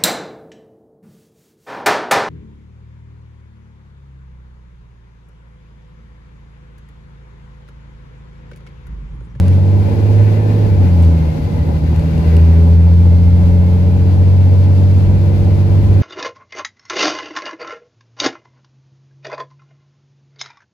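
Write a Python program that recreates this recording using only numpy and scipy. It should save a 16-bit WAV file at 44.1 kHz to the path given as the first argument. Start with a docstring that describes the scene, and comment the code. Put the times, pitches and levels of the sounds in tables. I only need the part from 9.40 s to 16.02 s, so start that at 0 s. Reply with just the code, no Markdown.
"""A diesel's engine tone booms and throbs inside the saloon of a moving bus: it revs up, drops through a gear
change and pulls again. The engine has six cylinders and a leaking exhaust, drawn as sines on multiples of its
cycle. Filtered noise makes the road rumble, body drone, cover rattle and diesel clatter; wavering sines make
the faint turbocharger whistle, driveline whines and hissy swells of the cover; scuffed resonators make loose
trim tick."""
import sys
import numpy as np
from scipy import signal
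from scipy.fft import rfft, irfft, next_fast_len
from scipy.io import wavfile

SR = 44100
rng = np.random.default_rng(int(sys.argv[2]) if len(sys.argv) > 2 else 0)


def wrap_up_sound(samples):
    """Save the sound to the file named by the first command line argument, as 16-bit audio."""
    columns = np.atleast_2d(samples).T
    # keep every value between -1 and 1, then stretch to whole-number steps
    tamed = np.clip(columns, -1, 1)
    steps = np.round(tamed * 32767).astype(np.int16)
    wavfile.write(sys.argv[1], SR, steps)


def attenuation_scalar(level_db):
    """Turn a level in dB into a linear amplitude multiplier (20 dB per decade)."""
    decades = np.asarray(level_db, float) / 20
    return 10 ** decades


N = 291942


def in_time(rows):
    """The columns of a table over time, one value a sample."""
    t, *columns = np.transpose(rows)
    return [np.interp(np.arange(N) / SR, t, column) for column in columns]


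def at_hz(rows, hz):
    """The columns of a table over frequency, read on a log axis."""
    points, *columns = np.transpose(rows)
    return [np.interp(np.log(hz), np.log(points), column) for column in columns]


def drift(rate_hz):
    """Random wander of rms 1: noise through two one-pole low-passes at rate_hz."""
    step = 40  # samples between drawn points
    settle = 2000  # points dropped while the filter starts up
    pole = np.exp(-2 * np.pi * rate_hz * step / SR)
    white = rng.standard_normal(N // step + settle + 2)
    slow = signal.lfilter([1], [1, -2 * pole, pole ** 2], white)[settle:]
    slow = slow / np.sqrt(np.mean(slow ** 2) + 1e-20)
    return np.interp(np.arange(N) / step, np.arange(len(slow)), slow)


# How the saloon's standing waves bring a tone to the two microphones:
# (f/Hz, left-right level/dB, left lead/rad)
SALOON_STEREO = [(76, .5, 0), (84, .5, .3), (92, .7, .6), (98, -1.8, .62), (102, -4.5, .7), (106, -2.5, 0),
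                 (118, -4, .45), (145, -1.8, .3), (155, -2.5, .3), (180, -.3, .1), (190, -1.5, 0),
                 (200, 1, -.2), (250, 1.5, -.5), (350, 1.5, -.2), (700, 3, -1.5)]


def tone(hz, level_db):
    """A sine that follows hz at an rms of level_db, placed left and right by the standing waves."""
    pan_db, lead = at_hz(SALOON_STEREO, hz)
    phase = 2 * np.pi * (np.cumsum(hz) / SR + rng.random())
    side = np.array([[.5], [-.5]])
    return np.sqrt(2) * attenuation_scalar(level_db + side * pan_db) * np.sin(phase + side * lead)


# The noises at the two microphones: (f/Hz, likeness/0-1, left-right level/dB)
NOISE_STEREO = [(30, .95, 3.5), (125, 0.91, 0), (254, 0.59, -1), (510, 0.25, 4.5), (1000, 0.19, 3),
                (2300, 0.33, 7), (4300, 0, 2.5), (8000, 0, 4), (13000, 0.07, 10)]


def noise(spectrum, patchy_db, peaks=()):
    """Stereo noise, its shared part later on the left; octaves flicker partly together; mid rms 1."""
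    left_lag_s, lag_from_hz = 0.00043, 400  # the lag fades out below this frequency
    lowest_hz, highest_hz = spectrum[0][0], spectrum[-1][0]
    size = next_fast_len(N)
    hz = np.maximum(np.fft.rfftfreq(size, 1 / SR), 1)

    level_db, = at_hz(spectrum, hz)
    for peak_hz, width_hz, peak_db in peaks:
        level_db = level_db + peak_db / (1 + (2 * (hz - peak_hz) / width_hz) ** 2)

    alike, pan_db = at_hz(NOISE_STEREO, hz)
    lag = 2 * np.pi * left_lag_s * hz ** 3 / (hz ** 2 + lag_from_hz ** 2)
    shared, left, right = rfft(rng.standard_normal((3, size)))
    common = np.sqrt(alike) * shared * np.array([np.exp(-1j * lag), np.ones_like(hz)])
    pair = common + np.sqrt(1 - alike) * np.array([left, right])
    side = np.array([[.5], [-.5]])
    pair = pair * attenuation_scalar(level_db + side * pan_db) * (hz < highest_hz)

    out = 0
    together = drift(8.6)
    octave = np.maximum(np.log2(hz / lowest_hz), 0)
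    for k in range(int(np.log2(highest_hz / lowest_hz)) + 2):
        overlap = np.clip(1 - abs(octave - k), 0, 1)
        band = irfft(pair * overlap, size)[:, :N]
        out = out + band * attenuation_scalar(patchy_db * (together + 0.54 * drift(9.3)))
    mid = np.mean(out, axis=0)
    return out / np.sqrt(np.mean(mid ** 2))


# Spectrum of the road under the floor: (f/Hz, relative level/dB per Hz)
ROAD_SPECTRUM = [(15, -31), (32, -14), (43, -17), (55, -8), (72, -6), (88, -6), (105, -11), (120, -17),
                 (150, -33)]


def road_rumble():
    """Low noise of the road, in a slow swell."""
    level_db = -25 + 4 * drift(1.0)
    return attenuation_scalar(level_db) * noise(ROAD_SPECTRUM, patchy_db=-1.9)


# Spectrum of the droning body: (f/Hz, relative level/dB per Hz)
DRONE_SPECTRUM = [(90, -20.5), (125, -2.5), (170, -3), (260, -1.5), (310, -7.5), (400, -13), (520, -15.5),
                  (680, -18.5), (900, -22.5), (1100, -40), (1400, -48)]
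# Panel resonances that stand out of it: (f/Hz, width/Hz, level/dB)
PANELS = [(352, 8.3, 4), (471.5, 29, 8), (573.5, 49, 10.5), (836, 170, 6.5), (1007, 63, 15)]


def body_drone(load_db):
    """Noise ringing in the body panels, a little louder under load."""
    return attenuation_scalar(-26.5 + 1.1 * load_db) * noise(DRONE_SPECTRUM, patchy_db=1.3, peaks=PANELS)


# Ticks of the loose trim: (t/s, relative level/dB)
TICKS = [(0.081, -34), (1.6245, -35.5), (1.635, -40), (1.6486, -40.5), (2.5608, -36), (2.5938, -40.5),
         (2.7775, -43), (2.9663, -35)]
# Damped modes of the plastic: (f/Hz, relative level/dB, time to fall 60 dB/s)
TRIM_MODES = [(2130, -11.5, 0.0049), (2810, -6.5, 0.0097), (3700, -5.5, .003), (4610, -5.5, 0.0054),
              (5680, -10.5, .003), (6700, -12, 0.0024), (7740, -11.5, 0.0044), (9600, -6, 0.0021),
              (11200, -9.5, .002), (13000, -13.5, .002)]


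def trim_ticks():
    """Each tick is a short scuff of noise into damped plastic modes, its strength new per mode and side."""
    t, tick_db = np.transpose(TICKS)
    chance_db = rng.normal(0, 2.5, (len(t), 2, len(TRIM_MODES)))
    fade = np.exp(-1 / (.001 * SR))  # the scuff peaks after 1 ms
    out = np.zeros((2, N))
    for k, (hz, mode_db, t60) in enumerate(TRIM_MODES):
        clicks = np.full((2, N), 1e-18)
        clicks[:, (t * SR).astype(int)] = attenuation_scalar(tick_db + mode_db - 11.5 + chance_db[:, :, k].T)
        # np.e offsets the loss of height in the two smoothing poles
        envelope = np.e * signal.lfilter([1 - fade], [1, -2 * fade, fade ** 2], clicks)
        scuff = envelope * rng.standard_normal(N)
        r = attenuation_scalar(-60 / (t60 * SR))
        w = 2 * np.pi * hz / SR
        out += signal.lfilter([0, np.sin(w)], [1, -2 * r * np.cos(w), r * r], scuff)
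    return out * attenuation_scalar(np.array([[1.1], [-1.1]]))


# Spectrum of the rattling cover: (f/Hz, relative level/dB per Hz)
COVER_SPECTRUM = [(1400, -27), (1500, -7.5), (1900, -8), (2500, -11), (2800, -10.5), (3100, -34)]
# Its resonances: (f/Hz, width/Hz, level/dB)
COVER_MODES = [(1520, 23, 11), (1790, 35, 6), (1934, 43, 9), (2028, 18, 11.5), (2256, 45, 9.5),
               (2400, 17, 6), (2450, 27, 11.5), (2764, 46, 9)]


def cover_rattle(load_db):
    """Noise ringing in the cover's resonances, rising steeply with load."""
    return attenuation_scalar(-51 + 3.1 * load_db) * noise(COVER_SPECTRUM, patchy_db=1.5, peaks=COVER_MODES)


# Whines of pump and gears; the rows with a large waver are cover resonances swelling one by one into hissy
# bands: # (multiple of firing rate, loudest at t/s, time from there to -6 dB/s, level/dB, waver/Hz)
WHINES = [(4.9, 3.15, .3, -34, .3), (4.9, 4.3, .4, -35, .3), (16.75, 1.1, .33, -53, 2),
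          (23.7, .75, .4, -54, 12), (26.5, 1.9, .4, -52, 50), (24.5, 2.95, .2, -54, 40),
          (24.16, 4.05, .4, -55, 4)]


def driveline(firing_hz):
    """The pump and the gears turn with the engine, and cover resonances swell in hissy bands that follow its
    speed; each whine or band swells and fades."""
    out = 0
    for multiple, loudest_s, length_s, level_db, waver_hz in WHINES:
        away = (np.arange(N) / SR - loudest_s) / length_s
        swell_db = -np.minimum(6 * away ** 4, 90)
        hz = multiple * firing_hz + waver_hz * drift(15)
        out = out + tone(hz, level_db + swell_db + 1.5 * drift(5.5))
    return out


# Turbocharger blade tone, rising, sagging through the gear change and rising again: (t/s, f/Hz)
TURBO_PITCH = [(0, 9600), (.2, 10700), (.45, 11900), (.65, 12600), (.88, 13000), (1.1, 13160), (1.4, 12850),
               (2.2, 11600), (2.85, 12200), (3.3, 12450), (4.3, 12750), (6.62, 12900)]


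def turbo(load_db):
    """Blade tone smeared into a hissy line by quick changes of shaft speed; louder on the left."""
    hz, = in_time(TURBO_PITCH)
    phase = 2 * np.pi * np.cumsum(hz + 115 * drift(150)) / SR
    level_db = -66 + 2.2 * load_db + 1.6 * drift(15)
    pan_db = np.array([[3.0], [-3.0]])
    return attenuation_scalar(level_db + pan_db) * np.sin(phase + np.array([[0], [1.3]]))


# Spectrum of the combustion noise: (f/Hz, relative level/dB per Hz)
CLATTER_SPECTRUM = [(620, -28.5), (1050, 0), (1240, -3), (1450, -3), (1830, -9), (2070, -7), (2450, -9.5),
                    (3090, -10), (4720, -10.5), (5160, -15), (6100, -17), (8250, -24), (12600, -24),
                    (13300, -28), (15000, -36.5)]


def clatter(firing_hz, load_db):
    """Hiss and rattle of combustion, swelling a little at each firing and with load."""
    beat = np.cos(2 * np.pi * np.cumsum(firing_hz) / SR)
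    return attenuation_scalar(-45 + .9 * load_db + 0.43 * beat) * noise(CLATTER_SPECTRUM, patchy_db=0.66)


# Three clean engine lines: the firing rate, one and a half times it, and twice it:
# (multiple of firing rate, level/dB before the boom)
CLEAN_LINES = [(1, 0), (1.5, -8), (2, 0)]
# How the saloon booms at the pitch of a clean line: (f/Hz, level/dB)
BOOM = [(75, -16), (78, -17), (80.8, -15), (82.3, -7.5), (84, -6), (87, -7.5), (89, -9.5), (91, -10.5),
        (93, -8), (94.5, -8.5), (96, -10.5), (99, -9), (102, -16.5), (103.7, -7.5), (105, -11.5),
        (115, -23), (128, -20.5), (135, -17), (145, -14.5), (152, -24.5), (160, -18), (166, -18.5),
        (180, -18), (186, -26), (197, -25), (204, -26.5), (212, -42)]


def clean_lines(firing_hz):
    """Three clean engine lines boom in the saloon; the lowest falls away while the new gear engages."""
    engage_s, engage_length_s, engage_db = 2.06, 0.092, -20
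    dip_db = engage_db * np.exp(-((np.arange(N) / SR - engage_s) / engage_length_s) ** 2)
    out = 0
    for multiple, line_db in CLEAN_LINES:
        hz = multiple * firing_hz
        boom_db, = at_hz(BOOM, hz)
        level_db = line_db + boom_db + .5 * drift(8)
        if multiple == 1:
            level_db = level_db + dip_db
        out = out + tone(hz, level_db)
    return out


# Cycle multiples above the rest: (multiple of cycle rate, extra level/dB)
STRONG_MULTIPLES = [(2, 5), (10, 6.5), (11, 1.5), (13, 7.5), (14, 4), (18, 8.5), (19, 6), (20, 2.5),
                    (21, 7.5), (24, 7.5), (27, 4)]
# Level of a cycle multiple as the saloon's resonances pass it: (f/Hz, level/dB)
CYCLE_LEVEL = [(30, -53.5), (50, -42), (65, -40), (76, -30.5), (86, -22), (95, -31.5), (106, -33),
               (130, -42.5), (170, -38.5), (230, -46.5), (250, -40), (300, -49), (340, -44), (385, -54),
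               (420, -46.5), (450, -43), (520, -51), (580, -46.5), (640, -54), (720, -56.5), (835, -56),
               (1000, -65), (1100, -73)]


def uneven_cylinders(firing_hz, load_db):
    """Unequal cylinders sound the engine cycle's multiples; the leak rasps harder with speed."""
    cylinders = 6  # firings per engine cycle
    rasp_from = 19  # lowest cycle multiple in the rasp
    rasp_db = 0.23 * (firing_hz - 93.6)  # dB per Hz about the mean firing rate
    extra_db = dict(STRONG_MULTIPLES)
    out = 0
    for k in range(2, 66):
        if k in (6, 9, 12):  # already sounded by the clean engine lines
            continue
        hz = k / cylinders * firing_hz
        passed_db, = at_hz(CYCLE_LEVEL, hz)
        level_db = passed_db + extra_db.get(k, 0) + 1.3 * load_db + 2.25 * drift(1.2)
        if k >= rasp_from:
            level_db = level_db + rasp_db
        out = out + tone(hz, level_db)
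    return out


def exhaust(firing_hz, load_db):
    """The wavering cycle multiples beat against the clean engine lines and make the tone throb."""
    return clean_lines(firing_hz) + uneven_cylinders(firing_hz, load_db)


# Engine speed, up in the low gear, down through the change, up again: (t/s, firing rate f/Hz)
SPEED = [(0, 89.73), (0.3, 97.65), (0.55, 102.3), (0.8, 103.6), (1.0, 105.2), (1.22, 105.6), (1.35, 96.63),
         (1.55, 87.7), (1.75, 81.7), (1.9, 78.65), (2.05, 76.52), (2.2, 77.43), (3, 82.38), (3.6, 86.6),
         (4.2, 89.12), (4.9, 92.85), (5.75, 95.24), (6.62, 98)]
# Engine load about its mean: (t/s, level/dB)
LOAD = [(0, 0), (0.29, -1), (0.52, 1), (1.31, 1), (1.6, .5), (1.84, -.5), (2.4, -0.5), (2.68, 0.5),
        (2.91, 2), (3.3, -.5), (3.64, -1.5), (4, -1), (5.6, 0), (6.2, .5), (6.62, 0.5)]


def scene():
    """All sources as they reach the two microphones, the engine's parts driven by one speed and load."""
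    firing_hz, = in_time(SPEED)
    load_db, = in_time(LOAD)
    background = road_rumble() + body_drone(load_db) + trim_ticks() + cover_rattle(load_db)
    machinery = driveline(firing_hz) + turbo(load_db) + clatter(firing_hz, load_db)
    return background + machinery + exhaust(firing_hz, load_db)


def band_limit(x):
    """A steep low-pass at the top of the band."""
    return signal.sosfilt(signal.butter(12, 15200, fs=SR, output="sos"), x)


def record(dry):
    """The loudest peaks are rounded just under full scale."""
    mix = dry / (1 + abs(dry) ** 8) ** (1 / 8)
    return band_limit(mix)


dry = scene()
out = record(dry)
wrap_up_sound(out)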